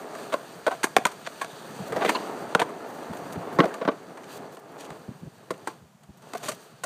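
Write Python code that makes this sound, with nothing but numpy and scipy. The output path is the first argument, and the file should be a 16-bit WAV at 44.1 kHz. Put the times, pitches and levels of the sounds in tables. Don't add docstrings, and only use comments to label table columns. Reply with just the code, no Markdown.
import sys
import numpy as np
from scipy import signal
from scipy.fft import rfft, irfft, next_fast_len
from scipy.io import wavfile
from scipy.ndimage import uniform_filter1d

SR = 44100
rng = np.random.default_rng(int(sys.argv[2]) if len(sys.argv) > 2 else 0)


def pcm_store(signal):
    levels = np.round(np.clip(np.atleast_2d(signal), -1, 1) * 32767)
    wavfile.write(sys.argv[1], SR, levels.astype(np.int16).T)


def linear_from_db(decibels):
    return 10 ** (np.asarray(decibels, float) / 20)


N = 302085

# pitch_hz, level_db_per_hz
PARK = [(180, -34), (300, -13.5), (749, -6.5), (2100, -18.5), (5080, -24), (7080, -22), (10200, -26.5),
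        (14700, -30), (16000, -31)]
# pitch_hz, level_db_per_hz
WIND = [(15, -63), (25, -51.5), (129, 6), (162, 7.5), (178, 7), (242, 1), (264, -34), (320, -43.5),
        (420, -62.5), (700, -120)]
# centre_s, half_length_s, change_db
GUSTS = [
    (1.85, 0.15, 12.5),
    (2.1, .05, -13),
    (2.55, 0.28, 4),
    (3.42, 0.23, 13.5),
    (3.82, 0.11, -11),
    (4.0, 0.024, 4),
    (4.4, 0.16, 4),
    (5.95, 0.089, 1.5),
    (6.5, 0.036, 7.5),
    (6.72, 0.064, -3),
]
# start_s, length_s, level_db, centre_hz
PUFFS = [(3.09, 0.036, -33.5, 161), (3.36, 0.034, -30.5, 163), (4.88, 0.056, -42, 133),
         (5.075, 0.052, -35, 170), (5.21, 0.085, -34.5, 164), (5.81, 0.054, -45, 120),
         (6.085, 0.028, -40, 132)]
# start_s, length_s, level_db, centre_hz
BEARINGS = [(1.42, 0.28, -55, 3580), (2.2, 0.24, -77, 8400), (2.2, 0.28, -79, 6200),
            (2.146, 0.021, -32.5, 4200), (2.146, 0.031, -35.5, 2800), (2.146, 0.023, -28, 1040),
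            (3.7, 0.068, -43, 1580)]
# start_s, length_s, level_db, centre_hz
SCUFFS = [(1.245, 0.038, -40, 2480), (1.86, 0.032, -45.5, 7000), (2.04, 0.077, -40, 5000),
          (2.148, 0.023, -39, 2500), (3.32, 0.029, -42.5, 6600), (4.23, 0.018, -49, 4050),
          (4.305, 0.086, -44.5, 7300), (4.515, 0.055, -50.5, 7000), (4.59, .012, -51, 8000),
          (4.715, 0.011, -54, 8000), (4.775, 0.1, -44.5, 4870), (6.37, 0.016, -40, 6000),
          (6.42, 0.093, -36.5, 5340), (6.42, 0.064, -48.5, 900), (6.22, 0.18, -59.5, 725),
          (2.0, 0.065, -39.5, 1500), (3.12, 0.09, -49, 8000), (2.84, 0.17, -52.5, 11000),
          (3.52, 0.0504, -46, 7900), (6.17, .02, -56, 7040), (6.495, 0.068, -47, 7000)]
# time_s, deck_load_db, grit_db
ROLL = [(0, -35.5, -49), (.45, -42.5, -48.5), (.9, -45.5, -51), (1.35, -44.5, -48), (1.72, -40.5, -46.5),
        (2.2, -32, -45.5), (2.7, -35.5, -52.5), (3.1, -37, -49), (3.5, -33, -50), (3.87, -38.5, -55),
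        (3.97, -44.5, -56), (4.43, -39, -53), (4.62, -50.5, -64), (5.27, -56, -60.5), (5.7, -45.5, -56),
        (5.951, -67.5, -76.5), (6.41, -45.5, -49.5), (6.85, -57, -59.5)]
# centre_s, half_length_s, extra_load_db, extra_grit_db
PATCHES = [
    (.21, 0.067, 3, 4),
    (2.03, 0.12, 10, -1.5),
    (2.1, 0.063, -4.5, 7.5),
    (3.66, 0.063, 6.5, 2),
    (4.33, 0.046, -0.3, 8),
    (4.88, 0.24, 12.5, 8),
    (5.7, .04, -5, 6),
    (6.63, 0.051, 0, 2.5),
    (2.95, 0.078, 1, 1),
]
# pitch_hz, width_hz, level_db
DECK = [(274, 164, 0.5), (408.6, 43, 7.5), (669, 33, -6.5), (921, 37, 3.5)]
# pitch_hz, level_db_per_hz
GRIND = [(700, -20), (1100, 0), (1700, -1), (1950, -9), (3200, -15), (4500, -30)]
# pitch_hz, width_hz, level_db
WHEELS = [(1140, 38, 5.5), (1580, 200, 7), (2280, 30, -0.5), (3540, 120, -4), (6150, 280, -31.5)]
# pitch_hz, level_db_per_hz
HISS = [(1470, -30.5), (2500, -2), (3600, -4.5), (4690, -1), (5190, -12.5), (5780, -7), (6350, -5.5),
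        (7530, -8), (9150, -4.5), (10400, -18.5), (13600, -11.5), (15400, -21), (16000, -32)]
# pitch_hz, width_hz, level_db
RINGS = [(628, 43, 11.5), (644, 73, 12.5), (950, 610, -16), (1160, 89, 10)]
# pitch_hz, width_hz, level_db
THUD = [(71.5, 120, -30), (187, 42, -3), (274, 111, 0), (452, 97, 2.5)]
# pitch_hz, width_hz, level_db
TRUCKS = [(1500, 510, 26), (1816, 310, 14), (2040, 840, 19.5), (2700, 110, 4.5), (2970, 270, -6.5),
          (4300, 167, -41.5)]
# start_s, peak_db, hardness_db, rattle_ms, deck_ring_hz
JOINTS = [(.323, -18, -1, 13.6, 615), (.339, -12, -5.5, 4, 650), (.665, -11, -4, 6.5, 644),
          (.677, -11.5, -9, 6.9, 670), (.709, -19.5, -3.5, 16, 746), (.831, -21, 15, 9.7, 870),
          (.84, -14.5, 12.5, 6.2, 1070), (.965, -3.5, 0.5, 4.2, 810), (1.052, -8, 5.5, 4.8, 988),
          (1.271, -22.5, 0.5, 3, 695), (1.413, -18.5, 4.5, 10.4, 1090)]
FLIP = [(2.018, -17.5, -8, 17, 750), (2.048, -13.5, -2.5, 5.4, 598), (2.091, -12, 7.5, 6.8, 974),
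        (2.148, -23, -4, 17, 1030), (2.549, -5.5, -3, 3.7, 763), (2.594, -15.5, 6.5, 10, 694),
        (2.616, -12, -2, 6.3, 910)]
DROP = [(3.587, -3.5, -13.5, 12.8, 484), (3.603, -11.5, 19.5, 3.7, 1160), (3.632, -15, -6, 12, 600),
        (3.655, -22.5, -12, 4.2, 625), (3.813, -21, 4, 10.6, 630), (3.85, -21.5, 4, 6.2, 666),
        (3.876, -13, -1, 7.5, 740), (3.886, -12, -1, 5.5, 605)]
FAR = [(5.505, -16.5, -7, 6.6, 474), (5.672, -20, 0, 7.1, 850), (6.334, -27.5, 3.7, 3.6, 770),
       (6.348, -24, -5, 9.4, 704), (6.483, -22, 10, 11, 487), (6.835, -24.5, 10.5, 10, 677)]
# start_s, peak_db, hardness_db, rattle_ms
TICKS = [(.15, -31, 1, 3.9), (.869, -29, -3, 2.9), (1.066, -24.5, 12.5, 5.1), (1.114, -38.5, 12.5, 6.9),
         (1.445, -26.5, 3, 2.4), (2.688, -32.5, 0, 11), (3.132, -32, 2, 7.2), (3.17, -40, 13, 4.5),
         (3.642, -15.5, -12, 1.6), (3.74, -28.5, 6, 5.6), (4.171, -36, 3, 8.8), (4.568, -37.5, 4, 6.4),
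         (4.903, -30, -0.5, 4.4), (5.699, -38, -4, 8.7), (6.032, -52.5, 14.5, 7), (6.22, -48, 10, 8.9),
         (5.578, -60, 21, 2.5), (1.921, -26.5, 2, 6.4), (.965, -7, 2, 1.85), (6.515, -30, 11.5, 9.2)]
BUMPS = [(.749, -42, 1, 3.6), (.983, -26, 2, 2.3), (1.923, -28, -6, 9), (1.962, -23.5, -15, 11.5),
         (1.972, -40, 2.5, 10.5), (2.057, -23, 6, 7.5), (2.078, -25, 9, 20), (3.354, -38, -7, 8.6),
         (.84, -24.5, -11, 3), (3.914, -39, -1, 9.4), (4.456, -42, -14, 2.5), (5.539, -44, 2, 5.4)]
# pitch_hz, level_db
PORT = [(100, 0), (4950, 0), (5150, -2.5), (5350, 0.5), (9900, -1.5), (10300, -3), (10800, -1.5),
        (16000, 0.5)]


def unit(x):
    return x / np.sqrt(np.mean(x ** 2))


def resonate(x, modes):
    out = 0
    for k, (hz, width, db) in enumerate(modes):
        b, a = signal.iirpeak(hz, hz / max(width, 60), fs=SR)
        out = out + (-1) ** k * linear_from_db(db) * signal.lfilter(b, a, x)
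    return out


def colour(x, points):
    hz, db = np.transpose(points)
    size = next_fast_len(len(x))
    f = np.maximum(np.arange(size // 2 + 1) * SR / size, 1)
    gain = linear_from_db(np.interp(np.log(f), np.log(hz), db))
    return irfft(rfft(x, size) * gain, size)[:len(x)]


def band(x, lo_hz, hi_hz, order=2):
    return signal.sosfilt(signal.butter(order, [lo_hz, hi_hz], "band", fs=SR, output="sos"), x)


def walk(rate):
    hold = int(SR / rate)
    steps = np.repeat(rng.standard_normal(N // hold + 1), hold)
    return np.clip(unit(uniform_filter1d(steps, hold)[:N]), -2, 2)


def grit(size, rate, spread_db):
    chance = rng.random((3, size))
    struck_now = chance[0] < rate / SR
    grain_db = spread_db * np.minimum(-np.log(1 - chance[2]), 4.5)
    return struck_now * np.sign(chance[1] - .5) * linear_from_db(grain_db)


def patchy(x, edges_hz, rate, patchy_db):
    lows = [0] + [signal.lfilter(*signal.butter(1, hz, fs=SR), x) for hz in edges_hz] + [x]
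    return sum((hi - lo) * linear_from_db(patchy_db * walk(rate)) for lo, hi in zip(lows, lows[1:]))


def swell(table):
    s, half, *db = np.transpose(table)
    age = (np.arange(N) / SR - s[:, None]) / half[:, None]
    return np.array(db) @ np.exp(-age ** 2)


def add(out, s, x):
    i = int(s * SR)
    out[i:i + len(x)] += x[:N - i]


def bursts(table, octaves, fade, stutter_db):
    out = np.zeros(N)
    for s, length, level_db, centre_hz in table:
        size = int(max(length, .01) * SR)
        lo_hz, hi_hz = centre_hz / 2 ** octaves, min(centre_hz * 2 ** octaves, 16000)
        noise = band(grit(size=24000, rate=16000, spread_db=6.5), lo_hz, hi_hz)
        shape = signal.windows.tukey(size, np.clip(fade, .1, 1))
        add(out, s, unit(noise[2000:2000 + size]) * shape * linear_from_db(level_db))
    return out * linear_from_db(stutter_db * walk(110))


def park():
    return unit(colour(rng.standard_normal(N), PARK)) * linear_from_db(-60)


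def breeze():
    wind = colour(rng.standard_normal(N), WIND)
    return unit(wind) * linear_from_db(-54 + swell(GUSTS)[0] + 2.94 * walk(40))


def puffs():
    return bursts(PUFFS, 0.53, fade=0.64, stutter_db=2.9)


def echo(x):
    gap_s, t60_s, level_db = 0.0031, 0.33, -26
    t = np.arange(12000) / SR
    tail = band(rng.standard_normal(len(t)), 130, 3050, order=1)
    tail = tail * (t > gap_s) * np.exp(-np.log(1000) * t / t60_s)
    return signal.fftconvolve(x, tail / np.sqrt(np.sum(tail ** 2)))[:N] * linear_from_db(level_db)


def bearings():
    return bursts(BEARINGS, 0.098, fade=0.42, stutter_db=2)


def scuffs():
    rubber = [(100, 24.5), (4600, -3.0), (5200, -9), (5900, -3.5), (9500, -5.0), (10500, -6.5), (16000, -5)]
    return colour(bursts(SCUFFS, 1.07, fade=0.46, stutter_db=2.66), rubber)


def rolling():
    s, *columns = np.transpose(ROLL)
    t = np.arange(N) / SR
    deck_db, hiss_db = np.array([np.interp(t, s, c) for c in columns]) + swell(PATCHES)
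    load_share = 0.28
    grind_db = -2.5 + load_share * deck_db + (1 - load_share) * hiss_db
    load = walk(25)
    kicks = grit(N, 2600, spread_db=3.2)
    deck = band(resonate(kicks, DECK) + 0.79 * band(kicks, 274, 2700), 180, 1053)
    grind = colour(grit(N, 3000, spread_db=2.5), GRIND)
    grind = patchy(grind, [1500, 2400], rate=25, patchy_db=1)
    hiss = colour(grit(N, 9000, spread_db=2.2), HISS)
    hiss = patchy(hiss, [4000, 7500, 11000], rate=18, patchy_db=2.2)
    wheel_rings = sum(linear_from_db(4 * walk(5)) * resonate(kicks, [ring]) for ring in WHEELS)
    grind = unit(grind) + linear_from_db(-6.5) * unit(wheel_rings)
    return (unit(deck) * linear_from_db(deck_db + 0.19 * load)
            + unit(grind) * linear_from_db(grind_db + 0.13 * load)
            + unit(hiss) * linear_from_db(hiss_db - 2.1 + 0.34 * load + 0.39 * walk(33)))


def struck(modes):
    place = rng.standard_normal((len(modes), 2))
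    return [(hz * (1 + .04 * a), width, db + 2 * b) for (hz, width, db), (a, b) in zip(modes, place)]


def blow(peak_db, hard_db, rattle_ms, deck_hz, body_db, thud_db, knock_db, crack_db):
    t = np.arange(5000) / SR
    head = slice(0, 900)
    age = t / (np.clip(rattle_ms, 2, 40) / 1000)
    rise = np.minimum(age / 0.39, 1)
    contacts = grit(len(t), 1800, spread_db=2.5) + 0.58 * rng.standard_normal(len(t))
    contacts = contacts * rise * np.exp(-age ** 1.05)
    contacts[30] += 3.08
    sand_fade = np.exp(-age ** 1.2) + 0.076 * np.exp(-age / 5.2)
    sand = grit(len(t), 10000, spread_db=3.0) * rise * sand_fade
    deck_ring = [(hz, 90, 17) for hz in deck_hz]
    truck_ring = [(1270 + 0.38 * hz, 110, 7) for hz in deck_hz]
    body = resonate(contacts, struck(RINGS) + deck_ring + truck_ring) + 1.3 * band(contacts, 743, 1970)
    body = band(body, 350, 1570)
    thud = resonate(contacts, struck(THUD))
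    knock = band(resonate(contacts, struck(TRUCKS) + truck_ring) + 0.99 * contacts, 1550, 3980, order=3)
    crack = band(colour(sand, HISS), 5100, 13000)
    x = body / np.abs(body).max() * linear_from_db(body_db)
    for part, db in ((thud, thud_db - 0.11 * hard_db),
                     (knock, knock_db + 0.5 * hard_db),
                     (crack, crack_db + hard_db)):
        x = x + part / part[head].std() * linear_from_db(db)
    return x * linear_from_db(peak_db)


def strike(table, **split_db):
    out = np.zeros(N)
    for s, peak_db, hard_db, rattle_ms, *deck_hz in table:
        add(out, s, blow(peak_db, hard_db, rattle_ms, deck_hz, **split_db))
    return out


def blows():
    return (strike(FAR, body_db=3, thud_db=-13.5, knock_db=-17, crack_db=-20)
            + strike(BUMPS, body_db=0.9, thud_db=-2, knock_db=-10, crack_db=-33)
            + strike(TICKS, body_db=3.3, thud_db=-18.5, knock_db=-16.5, crack_db=-23.5)
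            + strike(DROP, body_db=2.4, thud_db=-9, knock_db=-19.5, crack_db=-57)
            + strike(FLIP, body_db=1.4, thud_db=-15, knock_db=-14, crack_db=-26)
            + strike(JOINTS, body_db=1.3, thud_db=-20.5, knock_db=-16, crack_db=-25))


def scene():
    hits = blows()
    background = park() + breeze() + puffs()
    board = bearings() + scuffs() + rolling()
    return (background + echo(hits) + board + hits)[None]


def low_pass(x):
    return signal.sosfilt(signal.butter(12, 16440, fs=SR, output="sos"), x)


def record(dry):
    x = colour(dry[0], PORT)[None]
    x = signal.sosfilt(signal.butter(1, 60, "high", fs=SR, output="sos"), x)
    x = np.tanh(0.69 * x) / 0.88
    x = signal.sosfilt(signal.ellip(6, .2, 22, 15250, fs=SR, output="sos"), x)
    x = signal.sosfilt(signal.ellip(10, .2, 60, 16500, fs=SR, output="sos"), x)
    return low_pass(x)


dry = scene()
out = record(dry)
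pcm_store(out)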